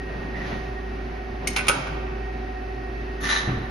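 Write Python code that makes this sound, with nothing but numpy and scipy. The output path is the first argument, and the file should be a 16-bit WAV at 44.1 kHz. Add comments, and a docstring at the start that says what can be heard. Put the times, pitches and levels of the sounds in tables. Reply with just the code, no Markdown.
"""A sliding safety door rolls shut on an injection moulding machine, at arm's length from the microphone.
Rollers rumble, the guide scrapes, the latch ticks, and the door clacks home: noise cracks over ringing modes.
Later a valve hisses in puffs of resonant noise, and the machine thuds with low modes and dull noise.
Wavering tones of motors and pump hum throughout, over the steady shaped noise of a factory hall."""
import sys
import numpy as np
from scipy import signal
from scipy.fft import rfft, irfft, next_fast_len
from scipy.io import wavfile
from scipy.ndimage import uniform_filter1d

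SR = 44100
rng = np.random.default_rng(int(sys.argv[2]) if len(sys.argv) > 2 else 0)


def inscribe(sig):
    """Save sig as 16-bit PCM at rate SR to the path in sys.argv[1].

    A 1-D sig is mono; a 2-D sig holds one channel per row.
    Samples are clipped to [-1, 1] before scaling.
    """
    pcm = np.round(np.clip(np.atleast_2d(sig).T, -1, 1) * 32767)
    wavfile.write(sys.argv[1], SR, pcm.astype(np.int16))


N = 163170
T = np.arange(N) / SR
FFT_SIZE = next_fast_len(2 * N, True)


def amp(db):
    """Decibels to gain."""
    return 10 ** (np.asarray(db) / 20)


def level(curve):
    """Gain over time from (time_s, level_db) points."""
    return amp(np.interp(T, *np.array(curve).T))


def along(points, hz):
    """Read (frequency_hz, value) points on a log-frequency axis."""
    f, v = np.array(sorted(points), float).T
    return np.interp(np.log(np.maximum(hz, 1)), np.log(f), v)


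def shape(x, gain):
    """Filter by a gain that is a function of frequency."""
    spectrum = rfft(x, FFT_SIZE)
    hz = np.arange(spectrum.shape[-1]) * SR / FFT_SIZE
    return irfft(spectrum * gain(hz), FFT_SIZE)[..., :N]


# likeness of left and right in diffuse sound: frequency_hz, correlation
LIKENESS = [(25, 0.99), (55, 1), (150, 1), (300, .78), (600, 0.17), (1200, 0.054), (2200, 0.2),
            (4000, 0.67), (10000, 0.06)]


def diffuse():
    """Stereo noise at 0 dB per Hz, alike left and right in the bass."""
    like = lambda f: np.clip(along(LIKENESS, f), -1, 1)
    mid = shape(rng.standard_normal(N), lambda f: np.sqrt(1 + like(f)))
    side = shape(rng.standard_normal(N), lambda f: np.sqrt(1 - like(f)))
    return np.array([mid + side, mid - side]) * np.sqrt(SR) / 2


def noise(points, tilt_db=0):
    """Stereo noise with a spectrum, tilted about 2 kHz by dB per octave; the tilt stops below 500 Hz."""
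    def gain(f):
        octaves = np.log2(np.maximum(f, 500) / 2000)
        return amp(along(points, f) + tilt_db * octaves)
    return shape(diffuse(), gain)


def resonant(peaks):
    """Stereo noise in resonances of (frequency_hz, width_hz, density_db_per_hz)."""
    def gain(f):
        return sum(amp(db) / (1 + (2 * (f - hz) / width) ** 2) for hz, width, db in peaks)
    return shape(diffuse(), gain)


def walk(rate):
    """Slow random wander with unit spread: smoothed random steps, rate of them a second."""
    k = int(SR / rate)
    steps = np.repeat(rng.standard_normal(N)[:N // k + 1], k)[:N]
    w = uniform_filter1d(uniform_filter1d(steps, k), k)
    return w / w.std()


def fade(start, t60, rise):
    """Envelope of a blow: quick rise, exponential decay by 60 dB in t60 seconds."""
    age = np.maximum(T - start, 0)
    return (1 - np.exp(-age / rise)) * np.exp(-np.log(1000) * age / t60)


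MODE_SPREAD_RAD = 1.0  # largest phase shift of a mode, opposite in the two channels


def ring(start, modes):
    """Struck modes as decaying sines, up to 1 s long; high ones reach the channels out of step."""
    out, i = np.zeros((2, N)), int(start * SR)
    age = T[:min(N - i, SR)]
    for (hz, db, t60), lag in zip(modes, rng.uniform(-1, 1, len(modes))):
        turn = np.array([[1], [-1]]) * lag * min(hz / 1000, 1) * MODE_SPREAD_RAD
        decay = amp(db) * np.exp(-np.log(1000) * age / t60)
        out[:, i:i + len(age)] += decay * np.sin(2 * np.pi * hz * age + turn)
    return out


SCATTER_DB = 5.5  # spread of a blow's force among the modes
DETUNE = .004  # spread of the modes' pitch from hit to hit, as the contact shifts (share)


def struck(hits, modes):
    """Each hit rings the metal with its own brightness, and a little differently in every mode."""
    out = 0
    chances = rng.standard_normal((len(hits), len(modes), 2))
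    for (start, ring_db, _, tilt), chance in zip(hits, chances):
        voiced = []
        for (hz, db, t60), (extra, shift) in zip(modes, chance):
            mode_db = db + SCATTER_DB * extra + tilt * np.log2(hz / 2000)
            voiced.append((hz * (1 + DETUNE * shift), mode_db, t60))
        out = out + amp(ring_db) * ring(start, voiced)
    return out


def pan(x, right_db):
    """Lean a sound to the right by a level difference between the channels."""
    return x * amp(np.array([[-1], [1]]) * right_db / 2)


# decay of the hall by band: frequency_hz, t60_s (a negative t60 makes the band grow)
HALL_T60 = [(150, -2.07), (1000, 1.7), (2500, 1.4), (5000, 0.74), (10000, .5)]
# how strongly the hall answers: frequency_hz, level_db
ECHO = [(100, -1), (600, 2), (1400, -7), (2500, -8.5), (5000, -8), (10000, -19)]
ECHO_RISE_S = 0.0025


def in_hall(x, wet_db):
    """Add the hall's noise tail: it dies sooner in the treble, while its lowest band swells."""
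    white, tail = diffuse() * np.sqrt(2 / SR), 0
    for k, (_, t60) in enumerate(HALL_T60):
        band = [(hz, float(j == k)) for j, (hz, _) in enumerate(HALL_T60)]
        env = fade(0, t60, ECHO_RISE_S)
        colour = shape(white, lambda f: along(band, f) * amp(along(ECHO, f)))
        tail = tail + colour * env / np.linalg.norm(env)
    return x + amp(wet_db) * signal.fftconvolve(x, tail, axes=1)[:, :N]


# tones of the motors, before the level curve: pitch_hz, level_db, waver_share, right_lead_rad
HUM = [(53.7, -32, .05, 0), (119.6, -49, .6, .2), (236.9, -47, .6, .3), (399.3, -44, .3, .4),
       (707.6, -52, .4, 1.2), (760, -48.5, .5, 1.6), (1874, -52, .5, .9), (2637, -61, .6, .3)]
# harmonics of the pump, from the first up: level_db, waver_share, right_lead_rad
PUMP = [(-41, 0.22, 0.5), (-44.5, 1, 1.73), (-55.5, 0.97, 2.3), (-60, 1, 0.4), (-55, 1, 1.2),
        (-62, 0.69, 0.33), (-62, 1, 0.37)]
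# the hum over time, with a brief dip as the door comes home: time_s, level_db
HUM_LEVEL = [(0, -2.5), (.5, -2.5), (.8, -0.5), (1.3, -1.5), (1.7, -2.5), (1.82, -7), (1.95, 1), (2.6, -1),
             (3.1, -0.5), (3.7, -3)]
PUMP_HZ, WAVER_PER_S = 373.0, 7.28
HUM_RIGHT_DB = 6  # full lean, reached from the pump's first harmonic up


def hum():
    """Motor tones and pump harmonics, each wavering in level and phase; the deepest is nearly centred."""
    out = 0
    harmonics = [((k + 1) * PUMP_HZ, *row) for k, row in enumerate(PUMP)]
    for hz, db, waver, lead in HUM + harmonics:
        wander = (walk(WAVER_PER_S) + 1j * walk(WAVER_PER_S)) / np.sqrt(2)
        sway = (1 + waver * wander) / np.hypot(1, waver)
        phase_lead = np.exp(1j * np.array([[0], [lead]]))
        tone = (sway * np.exp(2j * np.pi * hz * T) * phase_lead).real
        lean_db = HUM_RIGHT_DB * min(hz / PUMP_HZ, 1) ** 2
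        out = out + pan(np.sqrt(2) * amp(db) * tone, lean_db)
    return out * level(HUM_LEVEL)


# steady noise of the hall: frequency_hz, density_db_per_hz
HALL = [(20, -69.5), (36, -66), (70, -65.5), (130, -63.5), (180, -69.5), (250, -62), (340, -65.5),
        (490, -71), (700, -71.5), (1000, -76.5), (1500, -75), (2100, -77.5), (2700, -81.5), (3300, -88),
        (5000, -92), (6500, -99.5), (10000, -108), (12000, -111)]
# hissing whine of the pump: frequency_hz, density_db_per_hz
WHINE = [(1700, -110), (1820, -82), (1872, -61.5), (1930, -84.5), (2050, -110)]
HALL_RIGHT_DB = 1


def hall():
    """Steady factory noise and the pump's narrow whine, both slightly restless; the bass is centred."""
    air = noise(HALL) * amp(.5 * walk(6.74)) + noise(WHINE) * amp(walk(1.2))
    bass = shape(air, lambda f: 1 / (1 + (f / 280) ** 2) ** 2)
    return bass + pan(air - bass, HALL_RIGHT_DB)


# rumble of the door's rollers, before its level curve: frequency_hz, density_db_per_hz
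ROLL = [(40, -82), (130, -66), (210, -60.5), (320, -78), (600, -70.5), (1200, -78.5), (2500, -85.5),
        (4000, -96.5), (9000, -115)]
# the rumble over time: time_s, level_db
ROLL_LEVEL = [(0, 0), (.3, 1.5), (.8, -2.5), (1.1, -6), (1.4, -7.5), (1.7, 3.5), (1.9, -63)]
# the door brushing along its guide, before its level curve: frequency_hz, density_db_per_hz
BRUSH = [(400, -75), (1200, -73), (1900, -72.5), (3000, -78.5), (4000, -82.5), (6500, -89.5), (10000, -100),
         (12000, -103)]
# the brushing over time: time_s, level_db
BRUSH_LEVEL = [(.3, -40), (.37, -4.5), (.42, -5), (.48, 1.5), (.55, -3.5), (.68, -9.5), (.95, -29)]
# resonances of the dry guide as the door gathers speed: frequency_hz, width_hz, density_db_per_hz
RUB = [(1800, 130, -66.5), (1900, 100, -66), (2010, 100, -66)]
# the dry rub over time: time_s, level_db
RUB_LEVEL = [(.33, -40), (.345, 1), (.385, 0), (.4, -2), (.43, 4.5), (.475, -4), (.55, -11), (.7, -30)]
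SCRAPE_RIGHT_DB = 1


def slide():
    """Uneven roller rumble ebbs, then swells before it stops; the guide gives a short resonant scrape."""
    rollers = noise(ROLL) * level(ROLL_LEVEL) * amp(3.6 * walk(14.1))
    scrape = noise(BRUSH) * level(BRUSH_LEVEL) + resonant(RUB) * level(RUB_LEVEL)
    return rollers + pan(scrape * amp(0.56 * walk(55)), SCRAPE_RIGHT_DB)


# ticks of the latch: start_s, level_db
TICKS = [(1.4725, -1), (1.481, -18), (1.503, -19), (1.532, -23)]
# modes of the latch, before each tick's level: pitch_hz, level_db, t60_s
LATCH_MODES = [(2164, -23.5, 0.12), (2340, -26, 0.03), (3010, -31.5, 0.16), (4300, -31, 0.054),
               (5300, -27, 0.0403), (7360, -38, 0.0355)]
# crack of the latch, before each tick's level: frequency_hz, density_db_per_hz
LATCH_CRACK = [(300, -86), (1600, -72), (2200, -48), (3200, -61), (5500, -58), (7000, -50.5), (8700, -22),
               (9800, -65.5), (12000, -59)]
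LATCH_T60_S, LATCH_RISE_S = 0.063, 0.00055


def latch():
    """Small bright ticks, modes under a noise crack, as the latch touches and rides over its catch."""
    out = 0
    for start, db in TICKS:
        crack = noise(LATCH_CRACK) * fade(start, LATCH_T60_S, LATCH_RISE_S)
        out = out + amp(db) * (ring(start, LATCH_MODES) + crack)
    return out


# the latch dropping into its catch: start_s, ring_db, crack_db, treble_tilt_db_per_octave
KNOCKS = [(1.562, -4.5, -5, 0), (1.573, -6, -11.5, -1.5), (1.581, -9, -14.5, 1), (1.591, 3.5, -20.5, -4.5),
          (1.609, -1.5, -27, -3.5)]
# blows of the door on its stop: start_s, ring_db, crack_db, treble_tilt_db_per_octave
BLOWS = [(1.668, -31, -15.5, -0.5), (1.6831, 1, -4, 4), (1.688, -8, -7.5, -4), (1.697, -4.5, -14, -8.5),
         (1.716, -12, -20, -7), (1.741, -22, -22.5, -4.5), (1.868, -37, -19, -5)]
# crack of a hit, before its level and tilt: frequency_hz, density_db_per_hz
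DOOR_CRACK = [(100, -67), (400, -53.5), (900, -46.5), (1350, -43), (1850, -59.5), (2300, -37),
              (2550, -46.5), (2850, -48), (3400, -48.5), (4800, -54.5), (6600, -52.5), (7500, -32),
              (9300, -49), (10200, -55), (12000, -63)]
# rattle of the door's panel, which builds more slowly: frequency_hz, density_db_per_hz
PANEL = [(200, -72), (600, -65), (1000, -70), (1380, -43), (1850, -55.5), (2500, -59.5), (3200, -61.5),
         (5000, -71.5), (8600, -79.5), (9300, -71.5), (10000, -90.5)]
CRACK_T60_S, CRACK_RISE_S = 0.064, 0.0011
PANEL_T60_S, PANEL_RISE_S = 0.25, 0.0099
RATTLE_PER_S, RATTLE_DB = 160, 1.5


def door_clatter():
    """Every knock and blow cracks; the blows also shake the panel, the loudest driving the door home."""
    cracks, shaking_power = 0, 0
    for start, _, db, tilt in KNOCKS + BLOWS:
        cracks = cracks + amp(db) * noise(DOOR_CRACK, tilt) * fade(start, CRACK_T60_S, CRACK_RISE_S)
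    for start, _, db, _ in BLOWS:
        shaking_power = shaking_power + (amp(db) * fade(start, PANEL_T60_S, PANEL_RISE_S)) ** 2
    rattle = amp(RATTLE_DB * walk(RATTLE_PER_S))
    return cracks + noise(PANEL) * np.sqrt(shaking_power) * rattle


# modes of the catch, before each knock's level, tilt and scatter: pitch_hz, level_db, t60_s
CATCH_MODES = [(1497, -33, .16), (1580, -39, .09), (1760, -39, .1), (2005, -38, .08), (2148, -30, .09),
               (2309, -35, .09), (2500, -34, .09), (2724, -31, .1), (3235, -41, .06), (4172, -44, .06),
               (4409, -42, .08), (9400, -33, .14), (9523, -36, .12)]
# modes of the door, before each blow's level, tilt and scatter: pitch_hz, level_db, t60_s
DOOR_MODES = [(596, -46, .16), (958, -40, .12), (1222, -38, .13), (1289, -33, .17), (1355, -29, .16),
              (1429, -29, .16), (1492, -33, .18), (2247, -29, .12), (2440, -21, .055), (2480, -26, .11),
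              (2540, -18, .04), (2624, -19, .055), (2700, -22, .045), (2780, -25, .05), (3230, -35, .1),
              (3390, -35, .09), (4050, -34, .06), (6723, -32, .07), (9200, -28, .13), (9330, -25, .2),
              (9411, -28, .17)]


def door_ring():
    """The knocks ring the metal of the catch, the blows that of the door."""
    return struck(KNOCKS, CATCH_MODES) + struck(BLOWS, DOOR_MODES)


# how far the door's sound leans to the right: frequency_hz, right_db
DOOR_LEAN = [(350, -1), (700, 1.5), (2000, 3.5), (3700, 2.5), (7000, 0.5)]


def at_door(x):
    """The door's stop lies to the right, heard most in the upper mids; the lows lean slightly left."""
    return shape(x, lambda f: pan(0.89, along(DOOR_LEAN, f)))


# dull bumps as the door settles: start_s, level_db, t60_s
BUMPS = [(1.735, -0.5, 0.6), (1.762, 10.5, 0.097), (1.898, -5, 0.78)]
# colour of a bump, before its level: frequency_hz, density_db_per_hz
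BUMP = [(50, -75.5), (95, -55.5), (150, -44), (200, -63), (300, -55), (450, -85), (1000, -68), (3000, -100)]
THUD_RISE_S = .008  # shared by bumps and thuds


def settle():
    """The heavy door bumps softly against its stop: low noise with a slow onset."""
    return sum(amp(db) * noise(BUMP) * fade(start, t60, THUD_RISE_S) for start, db, t60 in BUMPS)


# puffs of the valve: start_s, rise_s, hold_s, t60_s, level_db, outlet_whistle_db
PUFFS = [(3.202, .018, .012, .1, -13, -20), (3.226, .016, .035, .2, -5.5, -20),
         (3.279, .018, .038, .36, 1, -3), (3.35, .014, .03, .26, -9, 6)]
# hiss of the jet, before the puffs' level: frequency_hz, density_db_per_hz
JET = [(200, -75), (600, -64.5), (1000, -64), (1450, -59.5), (2200, -64), (2700, -65.5), (3500, -63),
       (5000, -69.5), (6700, -65), (9000, -80), (10200, -84), (11200, -93), (12000, -117)]
# resonances of the outlet, before the puffs' level: frequency_hz, width_hz, density_db_per_hz
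OUTLET = [(900, 150, -60), (1170, 70, -53), (1490, 22, -52), (1785, 90, -45.5), (1990, 130, -53),
          (10160, 300, -65)]
# whistle of the outlet, before the puffs' level: frequency_hz, width_hz, density_db_per_hz
WHISTLE = [(3730, 170, -57.5), (3960, 83, -55.5), (4020, 60, -57)]
# thin top whistle as the jet opens, before its level curve: frequency_hz, width_hz, density_db_per_hz
SING = [(11180, 100, -60)]
# the top whistle over time: time_s, level_db
SING_LEVEL = [(3.19, -90), (3.21, -3), (3.245, -8), (3.29, -8), (3.33, -34), (3.6, -29.5)]
SPUTTER_PER_S, SPUTTER_DB = 600, 1.8  # quick grain of the jet
SURGE_PER_S, SURGE_DB = 90, .7  # slower surges of jet and whistles


def valve():
    """A fluttering jet vents in overlapping puffs through a resonant outlet, which whistles late."""
    jet_power, whistle_power = 0, 0
    for start, rise, hold, t60, db, whistle_db in PUFFS:
        opening = np.clip((T - start) / rise, 0, 1)
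        closing = np.exp(-np.log(1000) * np.maximum(T - start - rise - hold, 0) / t60)
        flow = amp(db) * opening * closing
        jet_power = jet_power + flow ** 2
        whistle_power = whistle_power + (flow * amp(whistle_db)) ** 2
    sputter = amp(SPUTTER_DB * walk(SPUTTER_PER_S))
    jet = (noise(JET) + resonant(OUTLET)) * np.sqrt(jet_power) * sputter
    whistles = resonant(WHISTLE) * np.sqrt(whistle_power) + resonant(SING) * level(SING_LEVEL)
    return (jet + whistles) * amp(SURGE_DB * walk(SURGE_PER_S))


# thuds of the machine: start_s, level_db, t60_s (of the noise)
THUDS = [(3.223, -9.5, 0.33), (3.439, -14, 0.31), (3.477, 2, 0.17), (3.494, -4.5, 0.21), (3.518, -7, 0.36),
         (3.572, -3, 0.09), (3.606, -8.5, 0.19)]
# dull knock of a thud, before its level: frequency_hz, density_db_per_hz
KNOCK = [(40, -73), (110, -48.5), (200, -46.5), (380, -50), (600, -61), (1500, -63), (3000, -70),
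         (8000, -110)]
# resonances of the frame, before each thud's level: frequency_hz, width_hz, density_db_per_hz
FRAME = [(120, 60, -52), (215, 40, -55), (295, 70, -54)]
# modes of the frame, before each thud's level: pitch_hz, level_db, t60_s
FRAME_MODES = [(94, -27, .3), (124, -23, .25), (216, -32, .25), (276, -34, .28), (428, -40, .2)]


def frame():
    """Heavy soft blows set the machine's frame booming: low modes with resonant and dull noise."""
    out = 0
    for start, db, t60 in THUDS:
        boom = (resonant(FRAME) + noise(KNOCK)) * fade(start, t60, THUD_RISE_S)
        out = out + amp(db) * (ring(start, FRAME_MODES) + boom)
    return out


# share of the hall in each sound
DOOR_WET_DB, RING_WET_DB, THUD_WET_DB, VALVE_WET_DB = 2.5, -4, -12, 1
VALVE_RIGHT_DB = 1


def scene():
    """Door, valve and thuds sound in the hall, over the running machine."""
    clatter = in_hall(latch() + at_door(door_clatter()), DOOR_WET_DB)
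    ringing = in_hall(at_door(door_ring()), RING_WET_DB)
    thuds = in_hall(settle() + frame(), THUD_WET_DB)
    venting = pan(in_hall(valve(), VALVE_WET_DB), VALVE_RIGHT_DB)
    return hum() + hall() + slide() + clatter + ringing + thuds + venting


NOTCH_HZ, NOTCH_WIDTH_HZ, NOTCH_DB = 8026, 1096, -33.5
CEILING, TOP_HZ = .93, 11800


def record(dry):
    """The microphone has a notch in the treble; the highest peaks are rounded and the top is cut steeply."""
    # the fourth power gives the notch a flat floor
    notch = lambda f: amp(NOTCH_DB * np.exp(-((f - NOTCH_HZ) / NOTCH_WIDTH_HZ) ** 4))
    coloured = shape(dry, notch)
    rounded = coloured / (1 + (coloured / CEILING) ** 6) ** (1 / 6)
    top_cut = signal.ellip(10, .2, 80, TOP_HZ, fs=SR, output="sos")
    return signal.sosfilt(top_cut, rounded)


dry = scene()
out = record(dry)
inscribe(out)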